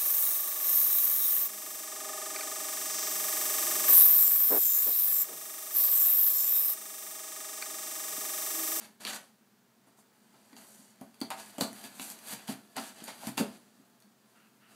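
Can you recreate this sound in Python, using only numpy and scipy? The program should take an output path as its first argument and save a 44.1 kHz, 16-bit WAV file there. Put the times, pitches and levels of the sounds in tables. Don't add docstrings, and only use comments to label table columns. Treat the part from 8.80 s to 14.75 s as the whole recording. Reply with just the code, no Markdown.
import sys
import numpy as np
from scipy import signal
from scipy.fft import rfft, irfft, next_fast_len
from scipy.io import wavfile

SR = 44100
rng = np.random.default_rng(int(sys.argv[2]) if len(sys.argv) > 2 else 0)


def output_pcm(signal):
    pcm = np.clip(np.atleast_2d(signal).T, -1, 1) * 32767
    wavfile.write(sys.argv[1], SR, np.round(pcm).astype(np.int16))


N = 262395


def amp(db):
    return 10 ** (np.asarray(db) / 20)


def unit(x, seconds=None):
    head = x if seconds is None else x[:round(seconds * SR)]
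    return x / np.sqrt(np.mean(head ** 2) + 1e-20)


def along(points, hz):
    freqs, values = np.transpose(points)
    return np.interp(np.log(hz + 1), np.log(freqs), values)


def colour(x, points):
    size = 2 * next_fast_len(len(x) // 2 + 1024)
    gain = amp(along(points, np.fft.rfftfreq(size, 1 / SR)))
    cepstrum = irfft(np.log(gain))
    cepstrum[1:size // 2] *= 2
    cepstrum[size // 2 + 1:] = 0
    return irfft(rfft(x, size) * np.exp(rfft(cepstrum)))[:len(x)]


def resonate(x, peaks):
    return x + sum(amp(db) * signal.lfilter(*signal.iirpeak(hz, hz / width, SR), x)
                   for hz, width, db in peaks)


def wobble(rate):
    knots = rng.standard_normal(int(N * rate / SR) + 2)
    return np.interp(np.arange(N) * rate / SR, np.arange(len(knots)), knots)


def fade(t, t60):
    return np.exp(-np.log(1000) * t / t60)


def add(track, s, sound):
    part = track[round(s * SR):][:len(sound)]
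    part += sound[:len(part)]


# f/Hz, level/dB
AIR_TONE = [(25, -45), (60, -24.5), (100, -26), (130, -3.5), (165, -12), (215, 5.5), (300, -15.5),
            (400, -8), (520, -14), (1450, -15), (2400, -21.5), (7000, -23.5), (10000, -28.5),
            (15000, -23.5)]
def air():
    return amp(-67.0) * unit(colour(rng.standard_normal(N), AIR_TONE))


# f/Hz, fade time/s
ECHO_TIMES = [(150, 0.098), (800, 0.32), (4500, 0.24), (12000, 0.21)]
def room(x, wet_db):
    hz, t, spectrum = signal.stft(rng.standard_normal(SR // 5), SR, nperseg=256)
    tail = signal.istft(spectrum * fade(t, along(ECHO_TIMES, hz)[:, None]), SR, nperseg=256)[1]
    tail *= 1 - fade(np.arange(len(tail)) / SR, 0.017)
    response = amp(wet_db) * tail / np.linalg.norm(tail)
    response[0] = 1
    return signal.fftconvolve(x, response / np.linalg.norm(response))[:len(x)]


def moving_room(x, wet_db, count=24):
    place = np.arange(N) / N * (count - 1)
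    track = np.zeros(N)
    for k in range(count):
        start = max(0, (k - 1) * N // (count - 1))
        share = np.clip(1 - abs(place - k), 0, 1)
        piece = (x * np.sqrt(share))[start:start + 3 * N // (count - 1)]
        add(track, start / SR, room(piece, wet_db))
    return track


def grainy_noise(rate, spread_db, smooth_db):
    sizes = amp(spread_db * rng.uniform(0, 1.85, N)) * rng.choice([-1, 1], N)
    clicks = unit(sizes * (rng.random(N) < rate / SR))
    return unit(clicks + amp(smooth_db) * rng.standard_normal(N))


def push(start, length, swell, sag_db_per_s=28, release_s=0.097):
    t = np.maximum(np.arange(N) / SR - start, 0)
    sag = amp(-sag_db_per_s * np.maximum(t - swell, 0))
    release = fade(np.maximum(t - length, 0), release_s)
    return np.minimum(t / swell, 1) * sag * release


# t/s, length/s, swell/s, level/dB
SNIFFS = [(5.542, 0.13, 0.014, -66.5), (5.801, 0.17, 0.02, -64.5)]
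# f/Hz, level/dB
SNIFF_TONE = [(400, -30), (1300, -2), (2800, -2), (4000, -11), (9000, -30)]
# f/Hz, width/Hz, level/dB
SNIFF_PEAKS = [(1420, 450, 11), (2730, 200, 10)]
def sniffs():
    force = sum(amp(db) * push(start, length, swell) for start, length, swell, db in SNIFFS)
    airflow = grainy_noise(rate=1600, spread_db=-1, smooth_db=4)
    breath = unit(resonate(colour(airflow, SNIFF_TONE), SNIFF_PEAKS))
    return room(force * amp(0.79 * wobble(40)) * breath, wet_db=-4)


# t/s, crack level/dB, crack f/Hz, crackle level/dB
CREASE_SNAPS = [(0.206, -57, 4400, -58), (0.2508, -31, 3130, -39), (0.268, -33, 3670, -49),
                (1.6966, -64, 1970, -71), (1.7301, -54, 2080, -63), (1.766, -47.5, 3300, -66),
                (1.947, -67, 2850, -53), (2.212, -57, 1510, -48.5), (2.3434, -58.5, 4250, -57),
                (2.404, -60, 4800, -44.5), (2.414, -34.5, 4670, -40), (2.5042, -38.5, 2660, -33.5),
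                (2.514, -39, 1320, -50), (2.7829, -42.5, 2850, -38), (2.8088, -31, 6200, -37),
                (2.8101, -25, 3920, -31.5), (2.9298, -49, 1900, -42.5), (3.0401, -45.5, 3850, -44),
                (3.1968, -36, 2900, -39), (3.218, -46, 3360, -37), (3.301, -53, 2530, -34.5),
                (3.389, -53, 3000, -48), (3.6796, -40.5, 3430, -55), (3.9662, -41, 2100, -33),
                (4.203, -50, 3400, -58), (4.2402, -67, 3250, -36.5), (4.28, -47, 1990, -40),
                (4.47, -40.5, 2900, -33.5), (4.5782, -27, 3270, -39), (4.592, -45, 2210, -39),
                (5.2022, -69, 3700, -58), (5.223, -60, 4170, -62)]
# multiple of its pitch, level/dB
CRACK_TONE = [(.02, -52), (.08, -31), (.25, -3.5), (.6, -3), (.95, 4), (1.15, -2.5), (1.6, -2.5), (3, -10),
              (6, -37)]
# f/Hz, width/Hz, level/dB
CRACK_ZING = [(4400, 420, -9.5)]
# f/Hz, level/dB
PAPER_TONE = [(1500, -42), (4000, -16), (6000, -1.5), (8500, 3.5), (11500, 1), (13500, -2), (15500, -12.5)]
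def snaps():
    track, t = np.zeros(N), np.arange(SR // 4) / SR
    for s, crack_db, crack_hz, crackle_db in CREASE_SNAPS:
        breaking = rng.standard_normal(len(t)) * (fade(t, 0.0072) + amp(-13.5) * fade(t, 0.037))
        tearing = rng.standard_normal(len(t)) * (fade(t, 0.014) + amp(-20) * fade(t, 0.031))
        tone = [(multiple * crack_hz, db) for multiple, db in CRACK_TONE]
        crack = amp(crack_db) * unit(resonate(colour(breaking, tone), CRACK_ZING), 0.0037)
        crackle = amp(crackle_db - 1.5) * unit(colour(tearing, PAPER_TONE), 0.0036)
        add(track, s, room(crack + crackle, wet_db=-1.0))
    return track


# f/Hz, level/dB, fade time/s
BOX_NOTES = [(132, -7.5, 0.27), (176, -10, 0.17), (204.9, -1, .19), (234.3, -4.5, 0.19), (270.9, -4, 0.21),
             (346, -7.5, 0.11), (413.8, -4.5, 0.16), (480, -4, 0.2), (568.5, 0.5, 0.21), (658.6, 7, 0.11),
             (717, -5.5, 0.14), (776, 0, 0.22), (900, 2.5, 0.16), (1037, 0, 0.083), (1180, -15, 0.063),
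             (1313, -6.5, 0.16)]
def box_ring(t, centre_hz, octaves, rise, scatter_db=0.0):
    hz, db, t60 = np.transpose(BOX_NOTES)
    nearness = np.exp(-.5 * (np.log2(hz / centre_hz) / octaves) ** 2)
    gain = amp(db + scatter_db * rng.standard_normal(len(hz))) * nearness
    phase = rng.uniform(0, 2 * np.pi, (len(hz), 1))
    notes = np.sin(2 * np.pi * hz[:, None] * t + phase) * fade(t, t60[:, None])
    return unit(gain @ notes * (1 - fade(t, rise)), 0.027)


# t/s, thump level/dB, thump f/Hz, clap level/dB, clap f/Hz, buckle-to-ring ratio
BLOWS = [(.25, -52, 350, -50, 900, 0.78), (1.07, -62.5, 280, -66.5, 930, 0.34),
         (1.184, -76, 240, -65, 1080, 0.34), (1.54, -67, 270, -63.5, 935, 0.3),
         (1.727, -56.5, 270, -67, 915, 0.54), (1.766, -61, 262, -60, 950, .4),
         (1.989, -57, 243, -76, 700, 0.14), (2.211, -45, 240, -50, 684, 0.95),
         (2.414, -35.5, 280, -44.5, 900, 1.1), (2.504, -67, 310, -37, 860, .3),
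         (2.516, -64, 300, -40.5, 875, 0.27), (2.782, -40.5, 273, -41.5, 666, 0.48),
         (2.808, -31.5, 213, -34, 570, .3), (2.819, -39, 210, -35, 630, 0.26),
         (2.901, -47.5, 216, -66, 800, 0.43), (3.039, -50.5, 267, -62, 919, .15),
         (3.195, -46.5, 234, -52, 826, 0.26), (3.522, -50, 168, -73, 904, 0.17),
         (3.687, -34.5, 225, -44.5, 785, 0.21), (3.967, -44, 263, -37.5, 834, 0.27),
         (3.978, -47.5, 230, -41, 1150, 0.2), (4.219, -48, 257, -63, 774, 0.53),
         (4.28, -51.5, 222, -46.5, 950, .3), (4.432, -55, 222, -46, 788, .3),
         (4.47, -35, 187, -47, 885, 0.26), (4.577, -37.5, 283, -34.5, 1030, 0.19),
         (4.598, -29, 254, -39.5, 704, 0.25), (4.609, -35, 220, -35, 444, 1.2),
         (4.996, -57.5, 237, -87, 953, 0.27)]
def knocks():
    track, t = np.zeros(N), np.arange(SR // 4) / SR
    for s, thump_db, thump_hz, clap_db, clap_hz, buckling in BLOWS:
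        buckle = unit(np.sin(2 * np.pi * thump_hz * t) * t ** 2 * fade(t, 0.016), 0.039)
        thump = unit(box_ring(t, thump_hz, octaves=0.51, rise=0.0095) + buckling * buckle, 0.025)
        flap_tone = [(clap_hz / 4, -36), (clap_hz / 2, -20), (clap_hz, 0),
                     (clap_hz * 2, -10), (clap_hz * 6, -28), (20000, -50)]
        chatter = unit(colour(rng.standard_normal(len(t)) * fade(t, 0.22), flap_tone), 0.022)
        clap = unit(box_ring(t, clap_hz, octaves=0.41, rise=0.0078) + 0.53 * chatter, 0.023)
        add(track, s, amp(thump_db) * thump + amp(clap_db) * clap)
    bass_cut = [(35, -32), (70, -18.0), (120, -1.0)]
    return room(colour(track, bass_cut), wet_db=-9.5)


# t/s, level/dB
FUR_BRUSHING = [(0, -58), (.18, -75), (.42, -60.5), (.55, -77.5), (.9, -79), (1.35, -72.5), (1.7, -66.5),
                (2.1, -68), (2.38, -68.5), (2.7, -58), (3.6, -56.5), (3.87, -66.5), (4.3, -53.5),
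                (4.85, -68), (5.35, -76.5), (5.5, -70), (5.95, -75)]
# t/s, length/s, swell/s, rasp level/dB, hiss level/dB
DOG_STROKES = [(0, 0.054, 0.005, -50.5, -53.5), (0.197, 0.065, 0.012, -47.5, -50.5),
               (0.261, 0.045, .014, -36.5, -41), (0.306, 0.059, 0.027, -41, -42.5),
               (1.059, 0.026, .015, -70, -68), (1.165, 0.042, .015, -71, -63),
               (1.516, .05, 0.028, -63.5, -70), (1.749, 0.099, 0.031, -56.5, -55),
               (1.838, 0.27, 0.037, -64, -56), (2.504, 0.014, 0.0053, -40, -62),
               (2.555, 0.056, 0.037, -46, -47.5), (2.618, 0.093, 0.012, -58, -56),
               (2.799, 0.039, .008, -51, -38.5), (2.927, 0.15, 0.039, -53.5, -54),
               (3.029, 0.033, 0.013, -46.5, -49.5), (3.14, 0.073, .012, -56, -52),
               (3.199, 0.12, .02, -49.5, -44), (3.317, 0.077, .02, -59, -59),
               (3.425, 0.11, 0.12, -41.5, -39.5), (3.538, 0.091, 0.014, -53, -65),
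               (3.67, 0.056, 0.011, -43, -45), (3.955, 0.029, 0.017, -37, -51),
               (3.986, 0.11, 0.0073, -46.5, -47.5), (4.137, 0.18, .05, -54, -62),
               (4.269, 0.038, 0.011, -44.5, -56), (4.357, 0.13, 0.13, -44, -47),
               (4.57, 0.034, 0.0065, -36.5, -37), (4.646, 0.12, 0.015, -55.5, -60),
               (5.863, 0.084, 0.053, -61.5, -62.5)]
def contact_levels():
    t = np.arange(N) / SR
    fur = amp(np.interp(t, *np.transpose(FUR_BRUSHING)))
    rasp, hiss = fur ** 2, (amp(-1.5) * fur) ** 2
    for start, length, swell, rasp_db, hiss_db in DOG_STROKES:
        force = push(start, length, swell)
        rasp += (amp(rasp_db) * force) ** 2
        hiss += (amp(hiss_db) * force) ** 2
    drum = amp(-32) ** 2 * rasp ** 0.51
    since = t[:SR // 2]
    for s, thump_db, *_ in BLOWS:
        shudder = amp(thump_db - 9) * fade(since, t60=0.51) * (1 - fade(since, .06))
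        add(drum, s, shudder ** 2)
    return 10 * np.log10([drum, rasp, hiss])


# f/Hz, level/dB
DRUM_TONE = [(30, -42), (70, -33), (120, -9.5), (165, -12), (208, 4.5), (280, -4.5), (420, -9),
             (700, -36.5), (1500, -83)]
SCUFF_TONE = [(60, -41.5), (200, -29.5), (400, -5.5), (650, 1.5), (900, 2.5), (1200, -2), (2000, -8.5),
              (5000, -34)]
RASP_TONE = [(80, -50), (300, -25.5), (800, -4.5), (1300, 0), (1700, -2.5), (2300, -1.5), (4500, -4),
             (6500, -7.5), (10000, -16.5), (16000, -55)]
# f/Hz, width/Hz, level/dB
BOARD_PEAKS = [(673, 95, -3.5), (920, 29, -14), (1720, 220, -6), (2870, 330, -21)]
def rubbing():
    drum_db, rasp_db, hiss_db = contact_levels()
    judder_db = 0.62 * wobble(70) + 0.69 * wobble(260)
    drum = amp(drum_db - 2) * unit(colour(rng.standard_normal(N), DRUM_TONE))
    grip = amp(judder_db) * grainy_noise(rate=1300, spread_db=3, smooth_db=0.5)
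    scuff_db = 0.78 * rasp_db - 20.5
    scuff = amp(scuff_db) * unit(resonate(colour(grip, SCUFF_TONE), BOARD_PEAKS))
    rasp = amp(rasp_db - 5.0) * unit(resonate(colour(grip, RASP_TONE), BOARD_PEAKS))
    paper = grainy_noise(rate=2500, spread_db=8.0, smooth_db=-2.5)
    hiss = amp(hiss_db + judder_db - 2.0) * unit(colour(paper, PAPER_TONE))
    lower = signal.sosfiltfilt(signal.butter(3, 9000, fs=SR, output="sos"), hiss)
    lean = amp(1.3 * wobble(6.7))
    shifting_hiss = lower * lean + (hiss - lower) / lean
    return drum + moving_room(scuff + rasp + shifting_hiss, wet_db=-2.5)


# f/Hz, level/dB
MIC_TONE = [(3600, -0.5), (4300, 2), (4800, 5.5), (5100, -6), (5700, -2), (6500, -1.5)]
def scene():
    box = rubbing() + sniffs() + knocks() + snaps()
    mono = colour(box, MIC_TONE) + air()
    return np.array([mono, mono])


def record(dry, top_hz=15650):
    size = next_fast_len(N + SR // 2)
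    kept = np.fft.rfftfreq(size, 1 / SR) < top_hz
    return irfft(rfft(dry, size) * kept, size)[:, :N]


dry = scene()
out = record(dry)
output_pcm(out)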